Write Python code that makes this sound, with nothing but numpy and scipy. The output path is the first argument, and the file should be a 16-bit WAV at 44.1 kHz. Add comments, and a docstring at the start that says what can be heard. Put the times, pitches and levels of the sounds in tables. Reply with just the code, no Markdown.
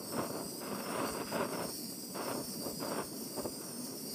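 """A gas torch hisses close by, its tone sliding as it circles over a metal disc on a tray of gravel.
The hiss is noise shaped by burner resonances and combed by echoes off the disc and the gravel.
Under it the flame murmurs: resonated noise in a broad rush. Where deflected, it tears into a crackling
flutter of random pops, with soft thumps (short bass pulses). Sparse workshop reflections follow."""
import sys
import numpy as np
from scipy import signal
from scipy.fft import rfft, irfft
from scipy.io import wavfile

SR = 44100
rng = np.random.default_rng(int(sys.argv[2]) if len(sys.argv) > 2 else 0)


def dump_mix(stems):
    """Bounce the given channels to the path in sys.argv[1] as a 16-bit WAV at rate SR."""
    frames = np.atleast_2d(stems).T  # one column per channel
    limited = np.clip(frames, -1, 1)  # hard clip at full scale
    pcm = np.round(limited * 32767).astype(np.int16)
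    wavfile.write(sys.argv[1], SR, pcm)


N = 182618
TIME = np.arange(N) / SR

# Gas jet. Each row: time in seconds, level in dB before trim and flicker.
JET_LEVEL = [(0.02, -49), (0.12, -44), (0.14, -47), (1.01, -48), (1.12, -46), (1.21, -49), (1.36, -46),
             (1.44, -49), (1.77, -44), (2.09, -48), (2.38, -45), (2.86, -46), (3.01, -48), (3.36, -45),
             (3.5, -47), (4.09, -46), (4.1, -44)]
# Burner resonances. Each row: centre in Hz before drift, half-power width in Hz, level in dB before sway,
# share (0-1) of the upper resonance's drift.
BURNER_RESONANCES = [(4978, 774, 7, 0.14), (5680, 1220, 0.5, 1), (7250, 790, -2.5, 0), (8550, 780, 9, 0.94),
                     (9470, 1190, 2, 0), (11170, 960, -0.5, 0.2), (12400, 540, 5.5, 0.8),
                     (14750, 1440, 1.5, 0.1)]
# Broad hiss under them, hollow between some. Each row: frequency in Hz, relative density in dB per Hz.
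JET_COLOUR = [(300, -39), (1500, -11), (2800, -9.5), (3900, -14), (5900, -3), (6300, -25), (6700, -10.5),
              (10000, -23.5), (12900, -12), (13550, -45), (14300, -32)]
# Turns of the hand, each starting high over the disc. Each row: start in seconds, frequency in Hz that
# the disc's echo cancels when the torch is nearest.
HAND_TURNS = [(-0.6, 5430), (0.12, 5580), (0.85, 5500), (1.55, 5270), (2.27, 5330), (3.06, 5450),
              (3.74, 5250)]
# Disc echo against the direct hiss. Each row: frequency in Hz, strength in dB.
DISC_ECHO = [(3000, -28), (4500, -7), (5500, 0), (7000, -15), (12000, -15)]
# Faint flutter between flares. Each row: time in seconds, strength in dB.
SIMMER = [(0.0, -50.5), (0.5, -53), (1.28, -67), (2.05, -58), (2.5, -54.5), (2.77, -60), (3.1, -53),
          (3.75, -53), (4.14, -56.5)]
# Flares, where the deflected flame tears. Each row: start in seconds, length in seconds before release,
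# mid-length strength in dB, swell from start to end in dB, sharpness (treble against body) in dB.
FLARES = [(0.109, 0.16, -41.5, -0.5, 0.5), (0.171, 0.053, -34, -4.5, -2), (0.286, 0.13, -40, -0.5, -6),
          (0.599, 0.39, -44, 4, 6), (0.697, 0.02, -38.5, 1, 0), (0.899, 0.19, -38, 3.5, 4.5),
          (1.118, 0.098, -40.5, 4.5, 3.5), (1.228, 0.11, -59, -3, 28), (1.313, 0.14, -36.5, -0.5, 4),
          (1.47, 0.16, -41, 7.5, 2.5), (1.627, 0.081, -41.5, -7, -4), (2.136, 0.18, -41, 6.5, 3.5),
          (2.333, 0.078, -39.5, -4, -7.5), (2.6, 0.12, -46.5, -2, -6), (2.652, 0.033, -35, -4, -15),
          (2.793, 0.22, -39.5, 7.5, 1.5), (3.36, 0.04, -36, 2.5, -8), (3.439, 0.016, -35, 4, -14),
          (3.6, 0.34, -61, -8, 15)]
# Broad rush around the murmur. Each row: frequency in Hz, relative density in dB per Hz.
RUSH_COLOUR = [(25, -59), (80, -16.5), (165, 5), (300, -3.5), (430, -1.5), (590, -9.5), (800, -15),
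               (1000, -49), (1700, -34), (2700, -52), (4000, -41), (8000, -53)]
# Flutter before sharpening. Each row: frequency in Hz, relative density in dB per Hz.
FLUTTER_COLOUR = [(30, -56), (80, -16), (160, -3), (350, 1), (490, -1.5), (590, 2.5), (780, -9.5),
                  (960, -4), (1300, -9), (1560, -12.5), (1760, -23), (2130, -19), (2330, -24.5),
                  (2700, -17.5), (3050, -27.5), (3400, -26), (6000, -60)]
# Thumps of the flame catching up with the jet. Each row: time in seconds, ahead of the puff's centre
# by a fixed delay; envelope peak in dB.
THUMPS = [(0.189, -56), (0.434, -55), (1.104, -46), (1.234, -54), (1.659, -55), (1.729, -59), (2.429, -53),
          (2.714, -53), (3.029, -53), (3.419, -51), (3.479, -55)]

CIRCLE_S = 0.725  # period of the resonance drift and of the gravel echoes' swing
CLOSING_SHARE = 0.73  # the torch sinks for this share of a turn, then lifts quickly
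CANCELLED_LOW_HZ = 4870  # cancelled by the disc's echo with the torch farthest away
DISC_DELAY_CYCLES = 4.5  # half-odd lag, so the echo opposes the direct hiss
GRAVEL_SCATTER = 0.38  # rms sum of the gravel echoes, direct hiss = 1
DRIFT_HZ, DRIFT_TOP_AT_S, DRIFT_HZ_PER_S = 140, 0.22, 60  # swing, its crest, steady creep upward
ATTACK_S, RELEASE_DB_PER_S = 0.018, 448
SIMMER_SHARPNESS_DB = -2
MURMUR_HZ, MURMUR_HZ_PER_DB = 246, 4  # centre at the mean simmer; rise as the flame tears
LULL_DB, LULL_AFTER_S, LULL_S = -3.5, 0.034, 0.027  # depth, lag behind the thump's row, width
EDGE_HZ = 15400


def gain_of(db):
    """Decibels to amplitude."""
    return 10 ** (np.asarray(db) / 20)


def evened(x):
    """Scale to rms 1."""
    return x / np.sqrt(np.mean(x ** 2) + 1e-20)


def read(points, hz):
    """Read a spectrum in dB on a log-frequency axis."""
    point_hz, db = np.transpose(points)
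    return np.interp(np.log(hz + 1), np.log(point_hz), db)


def follow(rows, t):
    """Read every column of a curve at the times t."""
    s, *columns = np.transpose(rows)
    return [np.interp(t, s, column) for column in columns]


def wander(rate_hz):
    """Smooth random curve of rms 1: noise under a Gaussian low-pass."""
    hz = np.fft.rfftfreq(N, 1 / SR)
    spectrum = rfft(rng.standard_normal(N)) * np.exp(-(hz / rate_hz) ** 2)
    return evened(irfft(spectrum, N))


def coloured(x, colour, size=4096):
    """Minimum-phase filter of the given spectrum: each pop starts sharply and rings out."""
    hz = abs(np.fft.fftfreq(size, 1 / SR))
    log_gain = np.log(gain_of(read(colour, hz)))
    ring = np.fft.ifft(np.exp(np.conj(signal.hilbert(log_gain)))).real
    return evened(signal.oaconvolve(x, ring[:size // 2])[:N])


def swept(x, gain, size=512):
    """Time-varying filter: gain(Hz, s)."""
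    overlap = size * 3 // 4
    hz, t, z = signal.stft(x, SR, nperseg=size, noverlap=overlap)
    return signal.istft(z * gain(hz[:, None], t), SR, nperseg=size, noverlap=overlap)[1][:N]


def resonate(x, hz, width_hz):
    """One-pole resonance whose centre follows the curve hz."""
    turn = np.exp(2j * np.pi * np.cumsum(hz) / SR)
    pole = np.exp(-np.pi * width_hz / SR)
    return 2 * (turn * signal.lfilter([1 - pole], [1, -pole], x / turn)).real


def burner(hz, t, sway_db=1.1, stray=0.0059):
    """Jet spectrum: broad hiss plus burner resonances, each swaying in level on its own."""
    swing_hz = DRIFT_HZ * np.cos(2 * np.pi * (t - DRIFT_TOP_AT_S) / CIRCLE_S)
    drift_hz = swing_hz + DRIFT_HZ_PER_S * (t - t.mean())
    hz = hz * (1 + stray * np.interp(t, TIME, wander(rate_hz=3.6)))
    power = gain_of(read(JET_COLOUR, hz)) ** 2
    for centre_hz, width_hz, db, share in BURNER_RESONANCES:
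        swayed_db = db + sway_db * np.interp(t, TIME, wander(rate_hz=5))
        offset = 2 * (hz - centre_hz - share * drift_hz) / width_hz
        power = power + gain_of(swayed_db) ** 2 * 0.5 ** (offset ** 2)
    return np.sqrt(power)


def cancelled_hz(t):
    """Frequency the disc's echo cancels: climbs as the torch sinks, falls as the hand lifts."""
    starts_s, tops_hz = np.transpose(HAND_TURNS)
    bounds_s = np.append(starts_s, starts_s[-1] + CIRCLE_S)
    turns = np.interp(t, bounds_s, np.arange(len(HAND_TURNS) + 1))
    nearness = np.interp(turns % 1, [0, CLOSING_SHARE, 1], [0, 1, 0])
    top_hz = tops_hz[np.searchsorted(starts_s, t) - 1]
    return CANCELLED_LOW_HZ + nearness * (top_hz - CANCELLED_LOW_HZ)


def tray(hz, t, nearest_s=0.000357, farthest_s=0.002, swing_s=0.0001, count=8):
    """Delayed echoes off disc and gravel comb the hiss; the combs slide as the hand circles."""
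    disc_s = DISC_DELAY_CYCLES / cancelled_hz(t)
    paths = 1 + gain_of(read(DISC_ECHO, hz)) * np.exp(-2j * np.pi * hz * disc_s)
    for place, angle, creep in rng.random((count, 3)):
        circling = np.cos(2 * np.pi * (t / CIRCLE_S + angle)) + (creep - 0.5) * t
        stone_s = nearest_s + place * (farthest_s - nearest_s) + swing_s * circling
        paths = paths + GRAVEL_SCATTER / np.sqrt(count) * np.exp(-2j * np.pi * hz * stone_s)
    return abs(paths)


def jet(trim_db=-0.02, flicker_db=0.87):
    """Gas rushes from the nozzle, slightly unsteady: noise through burner and tray."""
    noise = rng.standard_normal(N)
    hiss = evened(swept(noise, lambda hz, t: burner(hz, t) * tray(hz, t), size=1024))
    return hiss * gain_of(follow(JET_LEVEL, TIME)[0] + trim_db + flicker_db * wander(rate_hz=25))


def burning(pops_per_s, spread_db, smooth_share):
    """Gas pockets ignite at random, in many sizes, over an even turbulence."""
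    size = gain_of(spread_db * np.clip(rng.standard_normal(N), -2, 2))
    pops = size * (rng.random(N) < pops_per_s / SR)
    rough = np.sqrt(1 - smooth_share) * evened(pops - pops.mean())
    return rough + np.sqrt(smooth_share) * rng.standard_normal(N)


def tearing(t):
    """Flutter strength and sharpness in dB: each flare catches, swells or sinks, dies into the simmer."""
    power = gain_of(follow(SIMMER, t)[0]) ** 2
    weighted_sharpness = power * SIMMER_SHARPNESS_DB
    for start_s, length_s, db, swell_db, sharp_db in FLARES:
        age_s = t - start_s
        attack = np.clip(age_s / ATTACK_S, 0, 1)
        hold_db = db + swell_db * (np.clip(age_s / length_s, 0, 1) - 0.5)
        release_db = RELEASE_DB_PER_S * np.maximum(age_s - length_s, 0)
        flare_power = (attack * gain_of(hold_db - release_db)) ** 2
        power = power + flare_power
        weighted_sharpness = weighted_sharpness + flare_power * sharp_db
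    return 10 * np.log10(power), weighted_sharpness / power


def flame(murmur_db=-48.3, rush_db=-51.5, murmur_width_hz=120, waver=0.14, flicker_db=1.24):
    """Eddies shed at a loosely held rate: wavering murmur in a broad rush, sinking after each thump."""
    torn_db = tearing(TIME)[0] - np.mean(SIMMER, axis=0)[1]
    hz = (MURMUR_HZ + MURMUR_HZ_PER_DB * torn_db) * (1 + waver * wander(rate_hz=11))
    once = resonate(rng.standard_normal(N), hz, murmur_width_hz)
    murmur = evened(resonate(once, hz, murmur_width_hz))
    rush = coloured(burning(pops_per_s=930, spread_db=2.5, smooth_share=0.96), RUSH_COLOUR)
    lull_db = sum(LULL_DB * np.exp(-((TIME - s - LULL_AFTER_S) / LULL_S) ** 2) for s, _ in THUMPS)
    unsteady = gain_of(lull_db + flicker_db * wander(rate_hz=8.3))
    return (gain_of(murmur_db) * murmur + gain_of(rush_db) * rush) * unsteady


def above(hz, edge_hz):
    """Smooth step from 0 below the edge to 1 above it."""
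    return hz ** 4 / (hz ** 4 + edge_hz ** 4)


def flutter(knee_hz=1080, bass_hz=140, thinning=0.28, flicker_db=1.15, shiver_db=0.95):
    """The deflected flame burns in rough pops; sharper means more treble and less bass."""
    def sharpening(hz, t):
        """Gain tilted by the current sharpness."""
        tilt = above(hz, knee_hz) - thinning * (1 - above(hz, bass_hz))
        return gain_of(tearing(t)[1] * tilt)

    pops = coloured(burning(pops_per_s=1600, spread_db=8.5, smooth_share=0.63), FLUTTER_COLOUR)
    pops = swept(pops, sharpening)
    unsteady_db = flicker_db * wander(rate_hz=40) + shiver_db * wander(rate_hz=150)
    return pops * evened(gain_of(unsteady_db)) * gain_of(tearing(TIME)[0])


def thumps(pitch_hz=66, pitch_spread=0.032, width_s=0.0092, delay_s=0.0142):
    """Each flap of the whole flame pushes out a slow puff of air: a sine under a Gaussian."""
    out = np.zeros(N)
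    for (s, db), chance in zip(THUMPS, rng.standard_normal(len(THUMPS))):
        t = TIME - s - delay_s
        swing = np.sin(2 * np.pi * pitch_hz * (1 + pitch_spread * chance) * t)
        out += gain_of(db) * np.exp(-(t / width_s) ** 2 / 2) * swing
    return out


def workshop(x, wet_db=-15, t60_s=0.04, first_s=0.0026, taps_per_s=1500):
    """Sparse reflections from bench and walls die quickly."""
    t = TIME[:SR // 2]
    sparse = rng.standard_normal(len(t)) * (rng.random(len(t)) < taps_per_s / SR)
    taps = sparse * (t > first_s) * gain_of(-60 * t / t60_s)
    return x + gain_of(wet_db) * signal.oaconvolve(x, taps / np.linalg.norm(taps))[:N]


def scene():
    """Jet, flame, flutter and thumps in the room, one channel."""
    return workshop(jet() + flame() + flutter() + thumps())[None]


def record(dry, low_cut_hz=44):
    """A small microphone loses the deepest bass; a linear-phase low-pass limits the treble."""
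    high_pass = signal.butter(4, low_cut_hz, "highpass", fs=SR, output="sos")
    thin = signal.sosfilt(high_pass, dry)
    low_pass = signal.firwin(1023, EDGE_HZ, window=("kaiser", 9), fs=SR)
    return signal.oaconvolve(thin, low_pass[None], "same")


dry = scene()
out = record(dry)
dump_mix(out)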